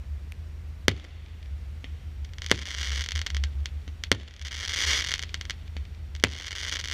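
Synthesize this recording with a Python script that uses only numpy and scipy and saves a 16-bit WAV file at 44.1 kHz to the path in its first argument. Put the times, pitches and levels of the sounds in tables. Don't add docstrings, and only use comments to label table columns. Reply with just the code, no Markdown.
import sys
import numpy as np
from scipy import signal
from scipy.fft import rfft, irfft, next_fast_len
from scipy.io import wavfile
from scipy.ndimage import map_coordinates

SR = 44100
rng = np.random.default_rng(int(sys.argv[2]) if len(sys.argv) > 2 else 0)


def field_ratio(decibels):
    return 10 ** (np.asarray(decibels, dtype=float) / 20)


def unload_audio(sound):
    columns = np.transpose(np.atleast_2d(sound))
    steps = np.round(np.clip(columns, -1, 1) * 32767)
    wavfile.write(sys.argv[1], SR, steps.astype(np.int16))


N = 305613

IDLE_HZ = 26.04
ENGINE_ORDERS = [(1, -60), (1.5, -57.5), (2.0, -45.5), (2.5, -53.5), (3, -40.5), (3.5, -60.5), (4, -75),
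                 (5, -62), (7, -68)]
# t/s, level/dB, half length/s, f/Hz
GUSTS = [(0.117, -33.5, 0.236, 70.96), (0.693, -43.5, 0.42, 71.58), (0.931, -26.5, 0.076, 72),
         (1.523, -32, 0.136, 69.47), (1.66, -32.5, 0.107, 70.95), (1.922, -39.5, 0.33, 71.4),
         (2.2, -33.5, 0.11, 70), (2.57, -28.5, 0.185, 70.35), (2.82, -30, 0.42, 69.64),
         (2.94, -24.5, 0.1584, 69.25), (3.179, -28.5, 0.094, 74.66), (3.358, -27, 0.134, 68.64),
         (3.428, -27, 0.097, 70), (3.584, -28, 0.134, 69.84), (3.752, -35, 0.25, 70.97),
         (4.169, -29, 0.177, 69.94), (4.445, -34.5, 0.262, 70.85), (4.893, -32.5, 0.16, 69.56),
         (5.273, -42.5, 0.058, 71.8), (5.805, -28.5, 0.057, 70.34), (6.06, -40, 0.374, 69.2),
         (6.271, -26.5, 0.128, 71.8), (6.93, -46, 0.22, 69.4)]
GUST_RISE = 0.67
# f/Hz, level/dB per Hz
TOWN_HISS = [(15, -50), (30, -47.5), (60, -10), (86, -1), (104, -9), (130, -15), (270, -26), (976, -36.5),
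             (2080, -35), (4810, -43.5), (5680, -49), (6300, -47), (13200, -58.5), (16000, -70.5)]
# f/Hz, level/dB, width/Hz
WHINES = [(5624, -76.5, 93), (11230, -90, 24), (14040, -88, 270)]
# f/Hz, level/dB rms
BUZZ_LINES = [(14147, -87), (14207, -85), (14266, -94)]

# t/s, level/dB
NEAR_TICK = (.3218, -7)
# f/Hz, width/Hz, level/dB
TICK_RING = [(2420, 474, 3.5), (5570, 720, -19), (8500, 550, -19.5)]
# t/s, peak level/dB
STRAYS = [(1.261, -42.5), (1.283, -51), (1.4277, -40), (1.458, -44), (2.2908, -45), (4.2767, -58.5),
          (3.452, -39), (5.2922, -31.5), (5.678, -39), (5.852, -39), (5.9474, -43), (6.0874, -55)]

# delay/ms, strength (negative turns the wave over)
NEAR_PATHS = [(0, .49), (.204, .55), (.36, 1.01), (.859, .72), (.969, .54), (1.16, -.36), (1.393, .35),
              (1.697, -.14), (2.297, .12), (2.757, .12)]
# f/Hz, sharpness
PORT = [(3490, 4.5), (6520, 3.1)]
# f/Hz, width/Hz, level/dB
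HOUSING = [(2019, 334, -4), (3000, 56, -37.5), (4417, 164, -3.5), (5470, 610, -17.5)]
# f/Hz, width/Hz, level/dB
SHELL = [(8017, 2734, 7), (12380, 1730, -22)]
# f/Hz, width/Hz, level/dB
RIM = [(12550, 1420, 7)]

# t/s after the blast, level/dB, decay by 60 dB/s
WALLS = [(.009, -17, 0.00277), (0.031, -27, 0.0273), (0.083, -37, 0.0123), (0.093, -35.5, 0.066),
         (0.116, -37.5, .01), (.16, -34.5, 0.036), (0.166, -34.5, 0.0134)]
# f/Hz, decay by 60 dB/s
YARD = [(150, 0.643), (600, 0.0795), (2000, 0.1117), (5000, 0.079), (12000, 0.069)]
# f/Hz, decay by 60 dB/s
FIELD = [(300, 1.66), (2500, 3.57), (5000, 1.87), (12000, 1.46)]
# f/Hz, level/dB, decay by 60 dB/s
BOOM = [(97.7, -5.5, 0.217), (131.7, -14.5, 0.198), (197.1, -9, 0.081), (265.9, -4.5, 0.0648),
        (467.5, -27.5, 0.064)]

# t/s, peak level/dB, blast length/ms, boom level/dB, ducking/dB
BURSTS = [
    (0.8819, 0, 0.413, -15.5, 9),
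    (2.5143, -0.5, 0.34, -19, 9),
    (4.1164, -1.5, 0.315, -16.5, 14.5),
    (6.2382, -0.5, 0.317, -17.5, 11),
]
# t/s, length/s, f/Hz, level/dB
WHISTLES = [
    (1.8, 0.082, 6530, -71.5),
    (3.445, .045, 1604, -55),
    (4.13, 0.045, 1860, -50),
]
# t/s, peak level/dB, boom level/dB
LIFTS = [
    (1.843, -26.5, -13.5),
    (3.8785, -28, -9.5),
    (5.7669, -23, -15),
]

# t/s, peak level/dB
EARLY_STARS = [(2.2468, -36), (2.2495, -36), (2.335, -34), (2.3838, -27), (2.4195, -21), (2.434, -35),
               (2.4402, -34), (2.4441, -26), (2.463, -19), (2.486, -32), (2.4976, -23), (2.5071, -22),
               (4.3095, -39), (4.339, -37), (4.3641, -36), (4.3946, -35), (4.4235, -31), (4.4494, -28),
               (4.4549, -31), (4.459, -28), (4.4668, -31), (4.471, -27), (4.4829, -26), (6.1508, -28),
               (6.163, -32), (6.3065, -38), (6.3212, -29), (6.3277, -35), (6.3346, -31), (6.3471, -33)]
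# t/s, peak level/dB
FIRST_STARS = [(2.5522, -30), (2.5586, -29), (2.5768, -27), (2.5902, -24), (2.6167, -27), (2.6234, -26),
               (2.6552, -25), (2.6714, -25), (2.6871, -25), (2.7067, -24), (2.7139, -23), (2.7481, -20),
               (2.7835, -23), (2.7873, -23), (2.8112, -22), (2.8137, -21), (2.8309, -19), (2.8461, -23),
               (2.8712, -22), (2.9044, -22), (2.919, -21), (2.9594, -21), (2.9769, -20), (2.9938, -22),
               (3.0084, -19), (3.0172, -21), (3.0216, -23), (3.0396, -21), (3.0447, -26), (3.0613, -21)]
# t/s, peak level/dB
SECOND_STARS = [(4.5186, -26), (4.5283, -26), (4.5453, -25), (4.6016, -24), (4.6305, -22), (4.65, -21),
                (4.6766, -22), (4.6947, -18), (4.7361, -19), (4.7414, -17), (4.7608, -18), (4.7709, -18),
                (4.7889, -16), (4.8056, -16), (4.8217, -16), (4.8367, -15), (4.9082, -15), (4.9133, -14),
                (4.9328, -15), (4.9746, -16), (4.9899, -17), (5.0085, -18), (5.0238, -18), (5.0463, -18),
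                (5.0698, -23), (5.087, -18), (5.092, -19), (5.1082, -21), (5.1169, -14), (5.1227, -22)]
# t/s, peak level/dB
THIRD_STARS = [(6.3865, -28), (6.4106, -27), (6.4683, -23), (6.4813, -23), (6.5173, -26), (6.5287, -23),
               (6.5534, -25), (6.5624, -24), (6.583, -23), (6.6043, -24), (6.6322, -21), (6.6494, -22),
               (6.6824, -22), (6.6953, -19), (6.7244, -16), (6.7309, -20), (6.7375, -21), (6.7579, -20),
               (6.7688, -19), (6.7938, -21), (6.812, -23), (6.8404, -21), (6.8466, -22), (6.8568, -21),
               (6.8746, -23), (6.8849, -20), (6.8992, -22), (6.9131, -18), (6.9218, -19), (6.9277, -21)]
# t/s, peak level/dB
LATE_STARS = [(3.0878, -17), (3.1082, -22), (3.1193, -17), (3.1537, -21), (3.1595, -18), (3.1706, -24),
              (3.1771, -22), (3.1915, -20), (3.2155, -18), (3.264, -18), (3.2673, -16), (3.3026, -21),
              (3.3468, -21), (3.3673, -18), (3.4381, -17), (3.6575, -18), (4.0373, -16), (5.1388, -10),
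              (5.1509, -23), (5.1578, -23), (5.1803, -25), (5.1932, -18), (5.2186, -28), (5.2259, -20),
              (5.2351, -20), (5.343, -15), (5.4114, -20), (5.4529, -27), (5.4976, -17), (5.5067, -17)]
# busiest t/s, rise/s, fall/s, rate/pops a second, level/dB
SWARMS = [
    (2.88, 0.306, 0.1274, 227.4, -24.5),
    (4.8, .33, 0.277, 240, -20.5),
    (4.885, .12, .11, 750, -21),
    (6.72, .42, .1, 220, -23.5),
]
# t/s, half length/s
LULLS = [(2.645, 0.00678), (2.757, 0.005105), (2.9, 0.00587), (4.495, .007), (4.667, 0.00381),
         (4.688, 0.00386), (4.755, .005), (4.858, .004), (5.029, 0.00531), (6.5, 0.00662), (6.538, 0.00749),
         (6.703, 0.00662), (6.774, 0.00752), (6.821, 0.0077)]
# blast length/ms, stretch of the near paths
STAR_KINDS = [(.05, .97), (.065, 0.992), (.08, 1.015), (.095, 0.9872)]

# f/Hz, level/dB
TOP_EDGE = [(14600, 0), (15100, -11.5), (15450, -5.5), (15800, -31)]


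def unit(x):
    return x / np.sqrt(np.mean(x ** 2) + 1e-20)


def along(points, hz):
    f, v = np.transpose(points)
    return np.interp(np.log(hz + 1), np.log(f + 1), v)


def wobble(rate):
    knots = rng.standard_normal(int(N * rate / SR) + 4)
    return map_coordinates(knots, [np.arange(N) * rate / SR])


def filtered(x, response):
    m = next_fast_len(N + SR // 2)
    return irfft(rfft(x, m) * response(np.fft.rfftfreq(m, 1 / SR)), m)[..., :N]


def drone():
    t = np.arange(N) / SR
    engine = np.zeros(N)
    for order, db in ENGINE_ORDERS:
        level = field_ratio(db + 0.395 * wobble(4.36))
        engine += level * np.sin(2 * np.pi * (order * IDLE_HZ * t + rng.random()))
    hum = np.zeros(N)
    for s, db, half, hz in GUSTS:
        near = slice(max(round((s - 2 * half) * SR), 0), round((s + 2 * half) * SR))
        u = t[near] - s
        side = np.where(u < 0, GUST_RISE * half, half)
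        hum[near] += field_ratio(db - 20.6 * (u / side) ** 2) * np.cos(2 * np.pi * hz * u)
    return np.sqrt(2) * (engine + hum)


def night():
    hiss = unit(filtered(rng.standard_normal(N), lambda f: field_ratio(along(TOWN_HISS, f))))
    thin = np.zeros(N)
    for hz, db, width in WHINES:
        band = filtered(rng.standard_normal(N), lambda f: 1 / (1 + ((f - hz) / width) ** 2))
        thin += field_ratio(db) * unit(band)
    for hz, db in BUZZ_LINES:
        thin += field_ratio(db + 3) * np.sin(2 * np.pi * hz * np.arange(N) / SR)
    breathing = field_ratio(-47 + 0.86 * wobble(1.447) + 0.15 * wobble(13))
    return breathing * hiss + thin


def spikes(s, db):
    samples = np.round(np.asarray(s) * SR).astype(int)
    return np.bincount(np.clip(samples, 0, N - 1), field_ratio(db), N)


def resonances(hz, modes):
    return sum(field_ratio(db) * 1j * hz * w / (c * c - hz * hz + 1j * hz * w) for c, w, db in modes)


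def notch(hz, centre_hz, depth, width):
    x = 1j * hz / centre_hz
    return (x ** 2 + depth * width * x + 1) / (x ** 2 + width * x + 1)


def arrival(hz, length_ms, stretch=1, shell_db=-18, null=0.956, rim_db=-20):
    s = 2j * np.pi * hz
    blast = -s / (1 + s * length_ms / 1000) ** 2 * notch(hz, 953, null, 0.886)
    blast /= 1 + 150 / (1j * hz + 1) - (110 / (hz + 1)) ** 2
    paths = sum(g * np.exp(-s * ms * stretch / 1000) for ms, g in NEAR_PATHS)
    port = np.prod([1 / (1 - (hz / c) ** 2 + 1j * hz / c / q) for c, q in PORT], axis=0)
    inlet = port + field_ratio(shell_db) * resonances(hz, SHELL)
    inlet = inlet * notch(hz, 8073, 0.112, 0.093) * notch(hz, 4041, 0.589, 0.158)
    ring = port * resonances(hz, HOUSING)
    late_ring = ring * np.exp(-s * 0.0013854)
    through_shell = field_ratio(shell_db - 2.0) * resonances(hz, SHELL[:1])
    rim = field_ratio(rim_db) * resonances(hz, RIM)
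    direct = blast * (paths * inlet + late_ring + through_shell + rim)
    diffuse = blast * (1.459 * inlet + 2.54 * ring) * notch(hz, 3560, 0.742, 1.0)
    return np.array([direct, diffuse]) / np.abs(irfft(direct)).max()


def strays():
    tick = filtered(spikes([NEAR_TICK[0]], [NEAR_TICK[1]]), lambda hz: -resonances(hz, TICK_RING))
    smear = rng.standard_normal(500) * field_ratio(-.07 * np.arange(500))
    smear *= field_ratio(2.5) / np.linalg.norm(smear)
    crackles = np.convolve(spikes(*np.transpose(STRAYS)), smear)[:N]
    return tick + filtered(crackles, lambda hz: arrival(hz, 0.276)[1] / (1 + 1400 / (1j * hz + 1)) ** 2)


def ducking():
    t = np.arange(N) / SR
    drop_db = np.zeros(N)
    for s, *_, db in BURSTS:
        onset = np.clip((t - s) / 0.0293 + 1, 0, 1)
        drop_db += db * onset * np.exp(-np.abs(t - s) / 0.326)
    return field_ratio(-drop_db)


def scatter(decay, start):
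    hz, t, z = signal.stft(rng.standard_normal(3 * SR // 2), SR, nperseg=256)
    fading = z * field_ratio(-60 * t / along(decay, hz)[:, None])
    tail = signal.istft(fading, SR, nperseg=256)[1]
    return np.pad(tail / np.linalg.norm(tail), (round(start * SR), 0))


def outdoors(x, yard_db, field_db):
    t = np.arange(SR // 10) / SR
    space = np.zeros(2 * SR)
    for s, db, t60 in WALLS:
        smear = field_ratio(-60 * t / t60) * rng.standard_normal(len(t))
        space[round(s * SR):][:len(t)] += field_ratio(db) * smear / np.linalg.norm(smear)
    for decay, db, start in (YARD, yard_db, .0015), (FIELD, field_db, .03):
        tail = scatter(decay, start)
        space[:len(tail)] += field_ratio(db) * tail
    direct, diffuse = x
    return direct + signal.fftconvolve(diffuse, space)[:N]


def boom(s, db):
    t = np.arange(SR // 4) / SR
    ring = np.zeros(len(t))
    for hz, mode_db, t60 in BOOM:
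        level = field_ratio(mode_db + rng.normal(0, 1.43) - 60 * t / t60)
        ring += level * np.sin(2 * np.pi * hz * t)
    return signal.fftconvolve(spikes([s], [db]), -ring)[:N]


def bursts():
    out = np.zeros(N)
    for s, db, ms, boom_db, _ in BURSTS:
        blast = filtered(spikes([s], [db]),
                         lambda hz: arrival(hz, ms, shell_db=-10, null=0.558, rim_db=-32.5))
        out += outdoors(blast, yard_db=-16, field_db=-28.0) + boom(s, db + boom_db)
    return out


def whistles():
    out = np.zeros(N)
    for s, length, hz, db in WHISTLES:
        u = np.arange(round(length * SR)) / (length * SR)
        turns = np.cumsum(hz - 86.4 * u ** 2) / SR
        tone = np.sqrt(np.sin(np.pi * u)) * np.sin(2 * np.pi * turns)
        out[round(s * SR):][:len(u)] += field_ratio(db) * tone
    return out


def lifts():
    out = np.zeros(N)
    u = np.arange(SR // 50) / SR * 1000 / 0.77
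    push = (u - 1) * np.exp(-u) * (1 - np.exp(-6 * u))
    for s, db, boom_db in LIFTS:
        puff = rng.standard_normal(200) * field_ratio(-.2 * np.arange(200))
        puffs = np.convolve(spikes([s], [db - 15.5]), puff)[:N]
        side = filtered(puffs, lambda hz: arrival(hz, 0.079) * notch(hz, 7500, 0.57, 0.42))[1]
        shove = signal.fftconvolve(spikes([s], [db + 1.5]), push)[:N]
        out += outdoors([side, side], yard_db=-5, field_db=-9) + shove + boom(s, db + boom_db)
    return out


def swarms():
    weaker_early_db, size_spread_db, uneven_gaps = 8.5, -1, 0.55
    t, times, levels = np.arange(N) / SR, [], []
    busy = np.prod([np.clip(np.abs(t - at) / half - .5, 0, 1) ** 2 for at, half in LULLS], axis=0)
    for busiest, rise, fall, rate, db in SWARMS:
        away = (t - busiest) / np.where(t < busiest, rise, fall)
        popped = np.cumsum(rate * np.exp(-away ** 4) * busy) / SR
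        shift, size = rng.standard_normal(400), rng.random(400)
        turn = np.arange(1, 401) + uneven_gaps * shift
        lit = (turn > .5) & (turn < popped[-1] - .5)
        when = np.interp(turn[lit], popped, t)
        early_db = weaker_early_db * np.minimum(np.interp(when, t, away), 0)
        times.append(when)
        levels.append(db + early_db + size_spread_db * np.log(size[lit]))
    return np.concatenate(times), np.concatenate(levels)


def stars():
    single = np.transpose(EARLY_STARS + FIRST_STARS + SECOND_STARS + THIRD_STARS + LATE_STARS)
    s, db = np.c_[single + [[0], [1.5]], swarms()]
    kind = rng.integers(4, size=len(s))
    out = np.zeros(N)
    for k, (ms, stretch) in enumerate(STAR_KINDS):
        pops = filtered(spikes(s[kind == k], db[kind == k]), lambda hz: arrival(hz, ms, stretch))
        out += outdoors(pops, yard_db=-12, field_db=-31)
    return out


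def scene():
    fireworks = lifts() + bursts() + stars() + strays() + whistles()
    background = ducking() * (drone() + night())
    return (fireworks + background)[None]


def top_cut(x):
    return signal.sosfilt(signal.butter(12, 16500, fs=SR, output="sos"), x)


def record(dry):
    soft = dry / (1 + np.abs(dry / 1.3) ** 8) ** (1 / 8)
    cut = filtered(soft, lambda hz: field_ratio(along(TOP_EDGE, hz)))
    mix = np.clip(cut, -1, 1)
    return top_cut(mix)


dry = scene()
out = record(dry)
unload_audio(out)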